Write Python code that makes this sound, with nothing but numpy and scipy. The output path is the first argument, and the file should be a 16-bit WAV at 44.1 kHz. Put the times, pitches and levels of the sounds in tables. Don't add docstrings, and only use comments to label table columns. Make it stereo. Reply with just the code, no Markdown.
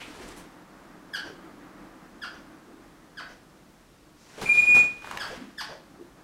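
import sys
import numpy as np
from scipy import signal
from scipy.fft import rfft, irfft, next_fast_len
from scipy.io import wavfile

SR = 44100
rng = np.random.default_rng(int(sys.argv[2]) if len(sys.argv) > 2 else 0)


def wav_out(sig):
    wavfile.write(sys.argv[1], SR, np.round(np.clip(np.atleast_2d(sig).T, -1, 1) * 32767).astype(np.int16))


N = 274937
TIME_S = np.arange(N) / SR
TOP_HZ = 15750
LN_60_DB = np.log(1000)

# (time [s], length [s], starting pitch [Hz], depth of fall [0-1], level [dB],
#          brightness [dB/octave], closing croak [dB], after-rasp level [dB])
CHIRPS = [(1.131, 0.05, 1780, 0.94, -29, 0, -6.5, -43.5), (2.214, 0.045, 1780, 0.98, -31.5, -2, -5, -50),
          (3.168, .046, 1750, 0.96, -33.5, -3.5, -4.5, -47.5), (5.193, .044, 1790, .7, -28.5, -1, -8, -45),
          (5.574, .047, 1830, .85, -33, 1, 6.5, -45.5)]
# (frequency [Hz], level [dB])
THROAT_SPECTRUM = [(500, -3), (1000, -4.5), (1500, -1), (1850, -2.5), (2400, -9), (3400, -8.5),
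                   (4200, -9.5), (4800, -4), (6500, -24), (8300, -21), (10000, -29.5), (11500, -22),
                   (15000, -54)]
# (frequency [Hz], level [dB])
RASP_SPECTRUM = [(250, 0), (600, 4), (1500, -3), (2500, -7), (4200, -18), (5700, -7.5), (7500, -24),
                 (11500, -26.5), (16000, -38)]
CHIRP_SLIDE, CHIRP_DROP = .28, .4
CHIRP_ATTACK, CHIRP_BREAK, BREAK_WIDTH = 0.16, .78, 0.0694

# (multiple of pitch [1], starting level [dB], rise [dB/s])
OVERTONES = [(2, -61, 11.5), (3, -53.5, 27), (4, -54.5, -12.5), (5, -69, 7.5), (6, -71, 0)]
# (time [s], length [s], level [dB], left minus right [dB])
SURGES = [(4.489, 0.024, -17.5, 7), (4.508, 0.028, -18.5, 4.5), (4.569, 0.041, -17.5, 5),
          (4.618, 0.03, -21.5, -1), (4.666, 0.16, -24, 14.5)]
SURGE_ATTACK_S, SURGE_RELEASE_S = .012, 0.014
SCREECH_START_S, SCREECH_LENGTH_S, SCREECH_DB = 4.456, 0.372, -33
SCREECH_HZ, SCREECH_FLAT_HZ, SETTLE_S = 2457, 90.1, .1
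RING_DB, RING_T60_S, RING_PAN_DB = -6.5, 0.49, -6.5

# (time [s], run-up time constant [s], length [s], rustle level [dB], treble re rustle [dB],
#            air per beat [dB], swish per beat [dB])
FLURRIES = [(0, .02, 0.34, -51.5, -5, -51.5, -56.5), (4.404, 0.082, 0.42, -44.5, -4, -43.5, -63.5),
            (5.058, 0.028, 0.27, -44.5, -8, -50.5, -62)]
# (time [s], length [s], air level [dB], swish level [dB])
SLAPS = [(.36, 0.055, -49.5, -55.5), (4.413, 0.037, -35.5, -39), (4.744, 0.051, -32.5, -35)]
WINGBEAT_HZ, WINGBEAT_S, RUSTLE_RELEASE_S = 14.42, 0.054, 0.11
# (frequency [Hz], level [dB])
FEATHER_SPECTRUM = [(60, -6), (150, -1), (350, -0.5), (900, -2), (1700, -2), (3000, -8), (5000, -17),
                    (9000, -31)]
# (frequency [Hz], level [dB])
QUILL_SPECTRUM = [(1500, 2), (3500, 1.5), (6000, -0.5), (10000, -6), (13000, -15.5), (15500, -32.5)]
# (frequency [Hz], level [dB])
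AIR_SPECTRUM = [(25, -2), (70, -5.5), (130, 0), (200, 0), (450, -1.5), (1000, -6), (2000, -10.5),
                (5000, -33.5)]

# (time [s], level [dB], centre [Hz])
TICKS = [(.28, -51, 8200), (.288, -45.5, 7500), (4.414, -35, 3980), (5.022, -40, 1494), (5.045, -33.5, 950),
         (5.073, -37, 1094), (5.112, -26.5, 1300), (5.173, -25, 1640)]
# (time [s], length [s], level [dB], centre [Hz])
BUMPS = [(.145, 0.2, -51.5, 360), (.17, 0.16, -55.5, 45.4), (1.28, 0.06, -49.5, 355),
         (2.665, 0.093, -51.5, 299.6), (4.372, .04, -43.5, 453), (5.29, 0.074, -45, 498),
         (5.35, 0.11, -46, 248), (5.68, 0.081, -48, 600), (5.98, 0.056, -47.5, 310)]
# (time [s], length [s], level [dB], centre [Hz])
SCRAPES = [(0, 0.051, -45.5, 2380), (.36, 0.059, -58, 9000), (4.16, 0.4, -64.5, 5470),
           (4.525, 0.1, -48, 3660), (5.11, 0.1, -46, 855), (5.225, 0.058, -42, 1070)]

# (delay [s], level [dB], left minus right [dB])
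REFLECTIONS = [(.0045, -24.5, 3), (.0115, -5.5, -6.5), (0.023, -21, -0.5), (.036, -8, -3), (.058, -11, 1.5)]
# (frequency [Hz], t60 [s])
ROOM_T60 = [(150, 0.56), (600, 0.46), (2000, 0.48), (5000, 0.5), (14000, 0.13)]
# (frequency [Hz], side minus mid [dB], right minus left [dB])
STEREO = [(40, -19.5, 4.5), (248, -7, 4.5), (1000, -6, 3.5), (2500, -1, 1), (5000, -0.5, 0.5),
          (10000, 0.5, 0)]

# (frequency [Hz], density [dB per Hz])
FLOOR_SPECTRUM = [(20, -13.5), (40, 5), (62, -5), (100, -6.5), (160, 1), (300, -4.5), (400, -8.5),
                  (900, -13.5), (2000, -18.5), (5500, -22), (10000, -27), (15700, -33.5)]
FLOOR_DB = -55.5
# (time [s], level [dB])
HUSH_LEVEL = [(0, -49.5), (1.6, -47.5), (3.4, -55), (3.9, -60), (5.4, -59), (6.23, -53)]
# (frequency [Hz], level [dB])
HUSH_SPECTRUM = [(80, -23), (140, -12), (183, 0.5), (235, -3), (305, 5.5), (400, -7), (600, -8), (900, -9),
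                 (1200, -8), (1800, -13), (2800, -25), (8000, -43)]


def undb(db):
    return 10 ** (np.asarray(db) / 20)


def unit(x):
    return x / np.sqrt(np.mean(x ** 2) + 1e-18)


def at_hz(table, hz, axis=1):
    columns = np.transpose(table)
    return np.interp(np.log(np.maximum(hz, 1)), np.log(columns[0]), columns[axis])


def curve(table):
    return np.interp(TIME_S, *np.transpose(table))


def bins_hz(n):
    return np.arange(n // 2 + 1) * SR / n


def colour(x, table):
    length = x.shape[-1]
    n = next_fast_len(length)
    gains = undb(at_hz(table, bins_hz(n)))
    return unit(irfft(rfft(x, n) * gains, n)[..., :length])


def resonate(x, hz, q):
    return signal.lfilter(*signal.iirpeak(min(hz, SR / 2.5), max(q, 1), fs=SR), x)


def walk(rate_hz, n=N):
    place = np.arange(n) * rate_hz / SR
    return np.interp(place, np.arange(n), rng.standard_normal(n))


def spread(pair):
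    length = pair.shape[-1]
    n = next_fast_len(length)
    mid, side = rfft(pair, n)
    side = side * undb(at_hz(STEREO, bins_hz(n)))
    lean = undb(at_hz(STEREO, bins_hz(n), axis=2) / 2)
    return irfft(np.array([(mid + side) / lean, (mid - side) * lean]), n)[:, :length]


def noise(table, grain_db=0):
    grains = rng.standard_normal((2, N)) * undb(grain_db * walk(1500))
    return colour(spread(grains), table)


def panned(x, pan_db):
    return np.array([x * undb(pan_db / 2), x * undb(-pan_db / 2)])


def swell(start_s, length_s):
    age = np.clip((TIME_S - start_s) * 3 / length_s, 0, 30)
    return age * np.exp(1 - age)


def held(start_s, length_s, attack_s, release_s):
    rise = (TIME_S - start_s) / attack_s
    fall = (start_s + length_s - TIME_S) / release_s
    return np.sin(np.pi / 2 * np.clip(np.minimum(rise, fall), 0, 1))


def add(track, start_s, x):
    i = max(0, int(start_s * SR))
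    track[i:i + len(x)] += x[:N - i]


def chirps(jitter=0.021, croak_jitter=0.122, breath_db=-14, shimmer_db=4.0, opening_db=8,
           onset_db=-15, sag_db=-4.0, late_db=-7, late_share=.36):
    out = np.zeros(N)
    for start_s, length_s, pitch_hz, fall, db, bright_db, croak_db, _ in CHIRPS:
        n = int(length_s * SR)
        u = np.linspace(0, 1, n)
        collapse = (1 + np.tanh((u - CHIRP_BREAK) / BREAK_WIDTH / 2)) / 2
        glide = np.maximum(1 - CHIRP_SLIDE * u - CHIRP_DROP * collapse, .1) ** fall
        hz = pitch_hz * glide * (1 + (jitter + croak_jitter * collapse) * walk(1400, n))
        partials_hz = np.arange(1, 17)[:, None] * hz
        octave_db = bright_db - opening_db * np.exp(-u / 0.084)
        tilt_db = octave_db * np.log2(partials_hz / pitch_hz)
        shimmer = np.array([walk(387, n) for _ in partials_hz])
        gains = undb(at_hz(THROAT_SPECTRUM, partials_hz) + tilt_db + shimmer_db * shimmer)
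        gains = gains * (partials_hz < TOP_HZ)
        gains[0] = gains[0] * undb(late_db * np.maximum(1 - u / late_share, 0))
        phases = 2 * np.pi * np.cumsum(partials_hz, axis=1) / SR
        tone = np.sum(gains * np.sin(phases), axis=0)
        tone = tone * np.sqrt(2 * np.abs(hz) / pitch_hz)
        breath = undb(breath_db) * u * colour(rng.standard_normal(n), THROAT_SPECTRUM)
        effort_db = onset_db * np.maximum(1 - u / CHIRP_ATTACK, 0) + sag_db * u + croak_db * collapse
        voice = (tone + breath) * undb(db + effort_db)
        add(out, start_s, voice * signal.windows.tukey(n, .1))
    return out


def rasps(delay_s=0.11, length_s=0.077):
    envelope = sum(undb(row[-1]) * swell(row[0] + delay_s, length_s) for row in CHIRPS)
    return noise(RASP_SPECTRUM, grain_db=3.5) * envelope


def screech(jitter=0.0037, onset_jitter=0.022, lock_s=0.025, rough=0.84, flutter_db=4.5, flutter_rad=.5):
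    age_s = np.clip(TIME_S - SCREECH_START_S, 0, SCREECH_LENGTH_S)
    unsettled = np.exp(-(age_s / lock_s) ** 2)
    hz = SCREECH_HZ - SCREECH_FLAT_HZ * np.exp(-age_s / SETTLE_S)
    hz = hz * (1 + (jitter + onset_jitter * unsettled) * walk(900))
    phase = 2 * np.pi * np.cumsum(hz) / SR
    note = held(SCREECH_START_S, SCREECH_LENGTH_S, attack_s=0.0024, release_s=.04)
    effort = undb(SCREECH_DB) * note * (1 + rough * unsettled * walk(600))
    for start_s, length_s, db, pan_db in SURGES:
        surge = undb(db) * held(start_s, length_s, SURGE_ATTACK_S, SURGE_RELEASE_S)
        effort = effort + panned(surge, pan_db)
    keep = np.exp(-LN_60_DB / RING_T60_S / SR)
    ring = undb(RING_DB) * signal.lfilter([1 - keep], [1, -keep], effort.mean(axis=0))
    whistle = (effort + panned(ring, RING_PAN_DB)) * np.sin(phase)
    overtones = np.zeros(N)
    for multiple, db, rise_db_per_s in OVERTONES:
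        gain = undb(db + rise_db_per_s * age_s + flutter_db * walk(150))
        overtones += note * gain * np.sin(round(multiple) * phase + flutter_rad * walk(230))
    return np.sqrt(2) * whistle, np.sqrt(2) * overtones


def wings(flutter_db=2.0, beat_scatter_db=-2.0):
    soft = noise(FEATHER_SPECTRUM, grain_db=-0.5)
    crisp = noise(QUILL_SPECTRUM, grain_db=-1.5)
    air = noise(AIR_SPECTRUM, grain_db=2)
    out, strokes, flutter = 0, list(SLAPS), undb(flutter_db * walk(60))
    for start_s, run_up_s, length_s, db, treble_db, air_db, swish_db in FLURRIES:
        before = np.maximum(start_s - TIME_S, 0) / run_up_s
        after = np.maximum(TIME_S - start_s - length_s, 0) / RUSTLE_RELEASE_S
        contact = np.exp(-before - after)
        out = out + undb(db) * contact * flutter * (soft + undb(treble_db) * crisp)
        beats_s = np.arange(start_s, start_s + length_s, 1 / WINGBEAT_HZ)
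        for beat_s, chance in zip(beats_s, rng.standard_normal(size=12)):
            scatter_db = beat_scatter_db * chance
            strokes.append((beat_s, WINGBEAT_S, air_db + scatter_db, swish_db + scatter_db))
    puffs, swishes = sum(undb([[air_db], [swish_db]]) * swell(start_s, length_s)
                         for start_s, length_s, air_db, swish_db in strokes)
    return out + puffs * air + swishes * crisp


def ticks(decay_s=0.0031, q=3.3):
    out, age_s = np.zeros(N), TIME_S[:SR // 40]
    for start_s, db, hz in TICKS:
        tick = unit(resonate(rng.standard_normal(len(age_s)), hz, q))
        add(out, start_s, undb(db) * tick * np.exp(-age_s / decay_s))
    return out


def rubs(table, q):
    out, n = np.zeros(N), SR // 2
    for start_s, length_s, db, hz in table:
        age = 3 * TIME_S[:n] / length_s
        friction = rng.standard_normal(n) * age * np.exp(-age)
        rub = resonate(resonate(friction, hz, q), hz, q / 2)
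        add(out, start_s, undb(db) * unit(rub) * np.sqrt(length_s * SR / n))
    return out


def reflections(x):
    return sum(panned(undb(db) * np.interp(TIME_S - delay_s, TIME_S, x, left=0), pan_db)
               for delay_s, db, pan_db in REFLECTIONS)


def room(x, gap_s=0.004, build_s=0.0097, sparse_db=5):
    age_s = TIME_S[:SR * 3 // 4]
    n = len(age_s)
    scatter_db = sparse_db * np.exp(-age_s / 0.038) * (rng.standard_normal(n) - 0.5)
    spectrum = rfft(spread(rng.standard_normal((2, n)) * undb(scatter_db)))
    octave = np.log2(np.clip(bins_hz(n), 125, 16000) / 125)
    response = 0
    for k in range(8):
        band = irfft(spectrum * np.maximum(1 - np.abs(octave - k), 0), n)
        response = response + band * np.exp(-LN_60_DB * age_s / at_hz(ROOM_T60, 125 * 2 ** k))
    response = response * np.clip((age_s - gap_s) / build_s, 0, 1)
    return signal.fftconvolve(x, unit(response) / np.sqrt(n), axes=1)[:, :N]


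def background(waver_db=1.4):
    hush_db = curve(HUSH_LEVEL) + waver_db * walk(20)
    return noise(FLOOR_SPECTRUM) * undb(FLOOR_DB) + noise(HUSH_SPECTRUM) * undb(hush_db)


def scene():
    calls, flapping = chirps(), wings()
    whistle, overtones = screech()
    contacts = ticks() + rubs(BUMPS, q=2.2) + rubs(SCRAPES, q=1.7)
    direct = panned(calls, pan_db=-3.5) * undb(-3.5) + rasps() + whistle + flapping
    direct = direct + panned(overtones, pan_db=-2.0) + panned(contacts, pan_db=-4.5)
    sent = undb(-4.0) * calls + undb(-15.5) * whistle + undb(-6) * overtones
    sent = sent + undb(-7.5) * contacts + undb(-10) * flapping
    return direct + reflections(sent.mean(axis=0)) + room(sent) + background()


def record(dry):
    return signal.sosfilt(signal.ellip(10, .2, 70, TOP_HZ, fs=SR, output="sos"), dry)


dry = scene()
out = record(dry)
wav_out(out)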